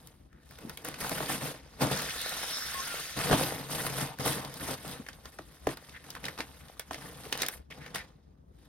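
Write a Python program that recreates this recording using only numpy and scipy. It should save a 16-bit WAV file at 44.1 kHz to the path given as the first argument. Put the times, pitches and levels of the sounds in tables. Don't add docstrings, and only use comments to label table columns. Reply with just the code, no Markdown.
import sys
import numpy as np
from scipy import signal
from scipy.fft import rfft, irfft, next_fast_len
from scipy.io import wavfile
from scipy.ndimage import uniform_filter1d, map_coordinates

SR = 44100
rng = np.random.default_rng(int(sys.argv[2]) if len(sys.argv) > 2 else 0)


def store_pcm(level_fs):
    pcm = np.round(np.clip(level_fs, -1, 1) * 32767).astype(np.int16)
    wavfile.write(sys.argv[1], SR, np.atleast_2d(pcm).T)


N = 382788


# pitch_hz, relative level_db per Hz
FILM_SPECTRUM = [(300, -9), (800, 0.5), (2000, -0.5), (4000, -3), (6500, -8.5), (16000, -28)]
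# pitch_hz, relative level_db per Hz
CREASE_SPECTRUM = [(5000, -33), (8000, 1), (13000, -0.5), (16000, -17.5)]
# full_s (time at full
# strength), build_s per 20 dB, hold_s, fade_s per 20 dB, level_db of the crinkle, weight_db on the table
# over the crinkle, crease_db of the finest creases over the crinkle;
# build or fade below 0.002 s counts as 0.002 s
RUSTLE_SWELLS = [(0.008, 9, 0.086, 0.3, -64.5, 2.5, -1.5), (0.52, 0.16, 0.0071, 0.4, -59.5, -5.5, -7),
                 (0.613, 0.14, 0.24, -1, -58.5, 4.5, -4), (0.847, 0.01, 0.05, 0.15, -43.5, -1, -7),
                 (1.009, 0.04, 0.22, 0.16, -39, -2.5, -4),
                 (1.304, 0.0752, 0.052, 0.1152, -37.5, -3.5, -1.5),
                 (1.427, 0.0446, .03, 0.14, -38, -2.5, -3), (1.642, 0.2, 0.23, 0, -61, -3.5, -12),
                 (1.816, 0.02, 0.021, 0.08, -32, 4, -5), (1.92, 0.0455, 0.036, 0.12, -36.5, -0.5, -8),
                 (1.987, 0.19, 0.029, 0.17, -39.5, -8, -5), (2.158, 0.24, 0.84, 0.5, -45, -14, -1),
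                 (3.17, 0.01, 0.27, 0.01, -35.5, -2, -5.5), (3.311, -0.05, 0.029, 0.05, -33, 11, -11),
                 (3.358, -0.03, 0.077, 0.32, -35.5, 0.8, -2), (3.71, 0.03, 0.16, 0.07, -38.5, -2, -1),
                 (4.003, 0.38, 0.031, 0.12, -37.5, -1.5, -3.5), (4.197, -0.03, 0.046, 0.2, -38, 2, -9),
                 (4.26, 0.04, 0.032, 0.1772, -33.5, -1.5, -0.5), (4.573, 0, 0.14, 0.15, -48, -4.5, -0.5),
                 (4.735, 0.3, 0.01, 0.01, -39, -0.2, -5), (4.862, 0.15, 0.07, 0.14, -47.5, -1.5, -4),
                 (5.047, 1.5, 0.065, 0.6, -61, -3.5, -4.5), (5.257, 0.2, 0.33, -0.4, -61, -2.5, -4.5),
                 (5.704, 0.0756, 0.02, 0.03, -45.5, -0.5, -4), (5.92, 0.74, 0.061, 0.1, -60.5, -5.5, -7.5),
                 (6.046, -0.2, 0.045, 0.94, -55.5, 0, -8), (6.234, 0.01, 0.027, 0.13, -48, 1, -7.5),
                 (6.386, -0.01, 0.0025, 0.0651, -42, 0.5, -8), (6.455, 2, 0.18, 0.8, -58, -5.5, -4),
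                 (6.918, -0.02, 0.023, 0.22, -49, -2.5, -5.5), (7.01, 0.12, 0.25, 0.32, -53, -0.5, -4),
                 (7.4, 0.1348, 0.031, 0.09, -39.5, -9.5, -14), (7.512, -0.55, 0.037, 0.06, -51.5, -8, 3),
                 (7.703, -0.24, 0.15, 0.36, -56, 4, -11), (7.944, -0.04, 0.014, 0.0856, -40, -6.5, -7),
                 (8.595, 0.12, 0.1, .05, -67.5, -3, -7.5)]


def bag():
    powers = 0
    for full_s, build, hold, fade, db, weight_db, crease_db in RUSTLE_SWELLS:
        gains = np.array([
            effort(full_s, build, hold, fade, db),
            effort(full_s, build, hold, fade * 1.11, db + weight_db),
            effort(full_s, build, hold, fade * 0.73, db + crease_db),
        ])
        powers = powers + gains ** 2
    crinkle, weight, taut = map(per_sample, np.sqrt(powers))

    clumps = amp(1.78 * wobble(90) + 0.9 * wobble(14))
    fold_grains = grains(count=3500, hz=2290, octaves=0.95, cycles=1.1, spread_db=4.0, size=110)
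    folds = 0.77 * fold_grains + hiss(FILM_SPECTRUM, patchy_db=2.0)
    crease_grains = grains(count=8000, hz=10650, octaves=0.24, cycles=3.6, spread_db=3.0, size=40)
    creases = 1.1 * crease_grains + hiss(CREASE_SPECTRUM, patchy_db=3.0)
    pushes = amp(2.3 * wobble(40)) * rng.standard_normal(N)

    rustle = crinkle * unit(clumps * folds)
    fine_creases = taut * unit(clumps * creases)
    shaken_table = weight * unit(table(clumps * pushes))
    return rustle + fine_creases + shaken_table


# start_s, level_db (burst peak at the source), pitch_hz (band centre),
# crack_db over the body
SNAPS = [(0.072, -35, 3480, 12.5), (0.3283, -48.5, 1500, -7), (0.49, -48, 4200, 5.5),
         (0.509, -39.5, 1600, 6), (0.5546, -45, 3500, -2), (0.5863, -36.5, 2320, 3),
         (0.6955, -27, 1540, 3.5), (0.773, -26.5, 2290, 8.5), (0.848, -22, 1520, 13),
         (0.8857, -25, 1500, 11), (0.9412, -29.5, 1730, -16), (1.004, -24.5, 3000, 10),
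         (1.0384, -25.5, 2000, 2), (1.094, -18, 1350, 14), (1.1804, -26, 1500, 3), (1.915, -22, 1500, 4),
         (1.9733, -24.5, 5000, 1), (2.0206, -23, 2000, 16), (2.0947, -27.5, 3500, 0), (2.215, -22, 3000, 8),
         (2.2935, -22, 3900, 9), (3.312, -17.5, 1200, -11), (3.751, -24, 2700, 3.5),
         (4.1866, -30, 1600, 1.5), (4.2614, -18.5, 1590, 11), (4.2774, -19.5, 1730, 3),
         (4.4479, -30, 3500, 3.5), (4.54, -29.5, 4100, 11), (4.878, -29, 4500, 10),
         (5.0642, -36, 1800, -17), (5.0862, -29.5, 2010, -15), (5.13, -38.5, 3460, -11),
         (5.255, -35.5, 1650, -14), (5.3867, -33.5, 1390, -17), (5.6703, -25, 800, -5),
         (5.689, -27, 1370, -15), (5.771, -34.5, 1520, -0.5), (5.893, -40, 3000, -20),
         (6.041, -40, 1800, -20), (6.103, -24.5, 4450, 7), (6.1507, -30, 1360, -5), (6.241, -27, 2220, -9),
         (6.253, -24.5, 3740, -11), (6.264, -28.5, 1540, -19), (6.283, -24, 1450, -21),
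         (6.377, -30.5, 1190, -13), (6.388, -31.5, 1000, -17.5), (6.4045, -20, 1970, -25.5),
         (6.683, -45, 2500, -6), (6.7955, -19.5, 1900, 9), (6.9085, -30.5, 900, -16),
         (6.931, -29.5, 3570, -18), (6.9439, -26.5, 2170, -19), (7.252, -35.5, 2500, -5.5),
         (7.3255, -16, 2600, -5), (7.3751, -24, 3070, 7), (7.419, -13.5, 4100, 3),
         (7.4318, -19.5, 1800, -8.5), (7.463, -21, 3470, 4.5), (7.4846, -15.5, 1740, 10.5),
         (7.7086, -38, 2430, -26), (7.862, -34, 1880, -27), (7.9466, -23.5, 3560, -3),
         (7.958, -19.5, 1630, 5)]


def snaps():
    out, t = np.zeros(N + SR), np.arange(SR // 10) / SR
    bright = signal.butter(2, 7000, "high", fs=SR)
    snap = amp(-60 * t / 0.011)
    settling = amp(-19.5 - 60 * t / 0.095)
    fade = (snap + settling) * (1 - np.exp(-t / 0.0018))
    for start_s, db, hz, crack_db in SNAPS:
        raw = rng.standard_normal((3, len(t)))
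        body = unit(signal.lfilter(*signal.iirpeak(hz, 1.6, SR), raw[0]))
        crack = amp(crack_db - 60 * t / 0.017) * unit(signal.lfilter(*bright, raw[1]))
        burst = (body + crack) * fade
        dull = unit(signal.lfilter(*signal.iirpeak(400, 1.4, SR), raw[2]))
        knock = amp(-14 - 60 * t / 0.036) * dull
        sound = burst / np.abs(burst).max() + knock / (1 + amp(crack_db))
        out[round(start_s * SR):][:len(t)] += amp(db) * sound
    return out[:N]


# start_s, level_db (of the pop before roughness)
THUMPS = [(1.117, -27.5), (1.205, -25), (1.814, -29.5), (1.83, -26), (1.848, -28), (3.298, -20),
          (3.311, -18), (3.318, -19), (3.33, -14), (3.337, -17), (4.261, -21.5), (4.447, -35),
          (4.847, -35.5), (5.391, -33), (5.6705, -14.5), (6.911, -29.5)]


def thumps():
    out, t = np.zeros(N + SR), np.arange(SR // 10) / SR
    final_hz, t60_s = 268, 0.034
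    pitch = final_hz * (1 + 3.52 * np.exp(-t / 0.00242))
    turns = np.cumsum(pitch) / SR
    for start_s, db in THUMPS:
        rough = 1 + 0.51 * unit(uniform_filter1d(rng.standard_normal(len(t)), size=30))
        pop = amp(db - 60 * t / t60_s) * rough * np.sin(2 * np.pi * turns)
        out[round(start_s * SR):][:len(t)] += pop
    pops = out[:N]
    return pops + 1.5 * table(pops)


# pitch_hz, width_hz, relative level_db
TABLE_MODES = [(97.2, 59, -9.5), (137.9, 18, 5.5), (194.6, 23.7, -3), (253, 46, -6.5), (320, 42.6, -6),
               (493, 105, -10), (632, 66, -10.5), (904, 330, -12.5)]


def table(pushes):
    def response(f):
        total = 0
        for k, (hz, width, db) in enumerate(TABLE_MODES):
            total = total + (-1) ** k * amp(db) * resonance(f, hz, width)
        return total
    return filtered(pushes, response)


# full_s (time at full strength), build_s per 20 dB, hold_s,
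# fade_s per 20 dB, level_db
SQUEEZE = (2, 0.2, 0.95, 1, -40.5)
# pitch_hz, relative level_db per Hz
JET_SPECTRUM = [(500, -36.5), (1400, 5), (2500, 1.5), (4000, 1), (10000, -7.5), (16000, -13.5)]
# centre_s, length_s, pitch_hz (at the centre),
# glide_hz per s, waver_hz, level_db (before flutter)
WHISTLES = [(2.253, 0.19, 3880, 1500, 180, -43.5), (2.5, 0.32, 3750, 300.5, 290, -49),
            (2.548, 0.31, 5350, 299.5, 260, -45), (2.781, 0.066, 1082, -300, 4, -40),
            (2.912, 0.1, 1400, -700, 10, -47.5)]


def air():
    t = np.arange(N) / SR
    tones = 0
    for centre_s, length, hz, glide, waver, db in WHISTLES:
        pitch = hz + glide * np.clip(t - centre_s, -length, length) + waver * wobble(260)
        tone = np.sqrt(2) * np.sin(2 * np.pi * np.cumsum(pitch) / SR)
        flutter = amp(db + 2.3 * wobble(45))
        tones = tones + flutter * swell(centre_s, length) * tone
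    jet = per_sample(effort(*SQUEEZE)) * hiss(JET_SPECTRUM, patchy_db=2.5)
    return jet + tones


# centre_s,
# length_s, pitch_hz (band centre), level_db (before the grit)
NOISE_SWELLS = [(0.373, 0.14, 1600, -70.5), (0.66, 0.049, 235, -47), (4.091, 0.096, 820, -46),
                (4.443, 0.082, 880, -45), (5.005, 0.03, 198, -43), (5.959, 0.042, 1890, -49),
                (6.169, 0.014, 1340, -43), (7.267, 0.02, 420, -48.5), (7.536, 0.024, 1870, -50.5),
                (7.719, 0.025, 2140, -44.5), (7.848, 0.087, 1880, -51.5), (7.987, 0.079, 1820, -46.5)]


def bumps_and_rustles():
    grit = amp(2.8 * wobble(250))
    swells = 0
    for centre_s, length, hz, db in NOISE_SWELLS:
        swells = swells + amp(db) * narrow(hz, 0.58 * hz) * swell(centre_s, length)
    return grit * swells


# pitch_hz, t60_s
ROOM_DECAY = [(150, 0.16), (1500, 0.19), (12000, 0.089)]


def echoes(x):
    hz, t, z = signal.stft(rng.standard_normal(SR // 2), SR, nperseg=128)
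    decay = amp(-60 * t / along(ROOM_DECAY, hz)[:, None])
    tail = signal.istft(z * decay, SR, nperseg=128)[1]
    return signal.fftconvolve(x, tail / np.linalg.norm(tail))[:N]


# pitch_hz, relative level_db per Hz
HUM_SPECTRUM = [(22, -49.5), (32, -17.5), (48, 1), (70, 4), (105, -11), (145, -5), (420, -26),
                (2000, -47.5), (16000, -57.5)]


def room():
    return amp(-56 + 0.45 * wobble(5)) * hiss(HUM_SPECTRUM, patchy_db=2.1)


# pitch_hz, sum_db, difference_db (scaled by its parts below)
STEREO_WIDTH = [(40, -2.5, -27.5), (137, -1, -6), (340, 4, -6.5), (900, -0.5, -1), (2800, -2.5, -3),
                (4040, -0.5, 2), (6690, -2.5, 5), (7220, -10, -1.5), (7970, -7.5, 10), (8430, -1, -11),
                (12040, -1, -16.5), (15000, -3.5, -9)]


def stereo(sound, lean_db):
    def apart(hz):
        return amp(along(STEREO_WIDTH, hz, column=2))

    def responses(hz):
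        lean = amp(lean_db) / (1 + 1j * hz / 400)
        return np.array([amp(along(STEREO_WIDTH, hz)), 0.3j * apart(hz) + lean])

    mid, turned = filtered(sound, responses)
    side = turned + 0.81 * filtered(scattered(sound), apart)
    return np.array([mid + side, mid - side])


def scattered(x):
    z = signal.stft(x, nperseg=128)[2]
    shuffle = np.exp(2j * np.pi * rng.uniform(size=z.shape))
    return signal.istft(z * shuffle, nperseg=128)[1][:N]


def grains(count, hz, octaves, cycles, spread_db, size):
    when, rank = rng.uniform(size=(2, count))
    pitch = np.clip(hz * 2 ** (octaves * rng.standard_normal(count)), 650, SR / 3)[:, None]
    k = np.arange(size)
    turns = pitch * k / SR
    gain = amp(-spread_db * np.log(rank + 0.017))[:, None]
    waves = gain * np.sin(2 * np.pi * turns) * np.exp(-turns / cycles)
    places = (when * N).astype(int)[:, None] + k
    return unit(np.bincount(places.ravel(), waves.ravel(), N + size)[:N])


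def hiss(spectrum, patchy_db):
    z = signal.stft(rng.standard_normal(N), nperseg=256)[2]
    field = uniform_filter1d(rng.standard_normal(z.shape), 6, 0)
    field = uniform_filter1d(field, 8, 1)
    x = signal.istft(z * amp(patchy_db * unit(field)), nperseg=256)[1][:N]
    return unit(filtered(x, lambda hz: amp(along(spectrum, hz))))


def narrow(hz, width):
    peak = signal.iirpeak(hz, hz / width, SR)
    once = signal.lfilter(*peak, rng.standard_normal(N))
    return unit(signal.lfilter(*peak, once))


def resonance(f, hz, width):
    return 1j * f * width / (hz * hz - f * f + 1j * f * width)


def effort(full_s, build, hold, fade, db):
    t = np.arange(0, N / SR, 0.001) - full_s
    rise = t / max(build, 0.002)
    fall = (hold - t) / max(fade, 0.002)
    return amp(db + 20 * np.minimum(0, np.minimum(rise, fall)))


def swell(centre_s, length):
    t = np.arange(0, N / SR, 0.001) - centre_s
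    return per_sample(np.exp(-(2 * t / length) ** 4))


def per_sample(gain):
    return np.interp(np.arange(N) / SR * 1000, np.arange(len(gain)), gain)


def wobble(rate):
    knots = rng.standard_normal(int(N * rate / SR) + 4)
    return map_coordinates(knots, [np.arange(N) * rate / SR])


def filtered(x, response):
    m = next_fast_len(N + SR // 2)
    return irfft(rfft(x, m) * response(np.fft.rfftfreq(m, 1 / SR)), m)[..., :N]


def along(points, hz, column=1):
    rows = np.transpose(points)
    return np.interp(np.log(hz + 1), np.log(rows[0] + 1), rows[column])


def amp(db):
    return 10 ** (np.asarray(db) / 20)


def unit(x):
    return x / np.sqrt(np.mean(x ** 2) + 1e-20)


def scene():
    near = bag() + snaps() + thumps() + air() + bumps_and_rustles()
    return stereo(near + amp(-11.5) * echoes(near) + room(), lean_db=-15.0)


def record(dry):
    return filtered(dry, lambda hz: np.clip((16700 - hz) / 700, 0, 1) ** 3)


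dry = scene()
out = record(dry)
store_pcm(out)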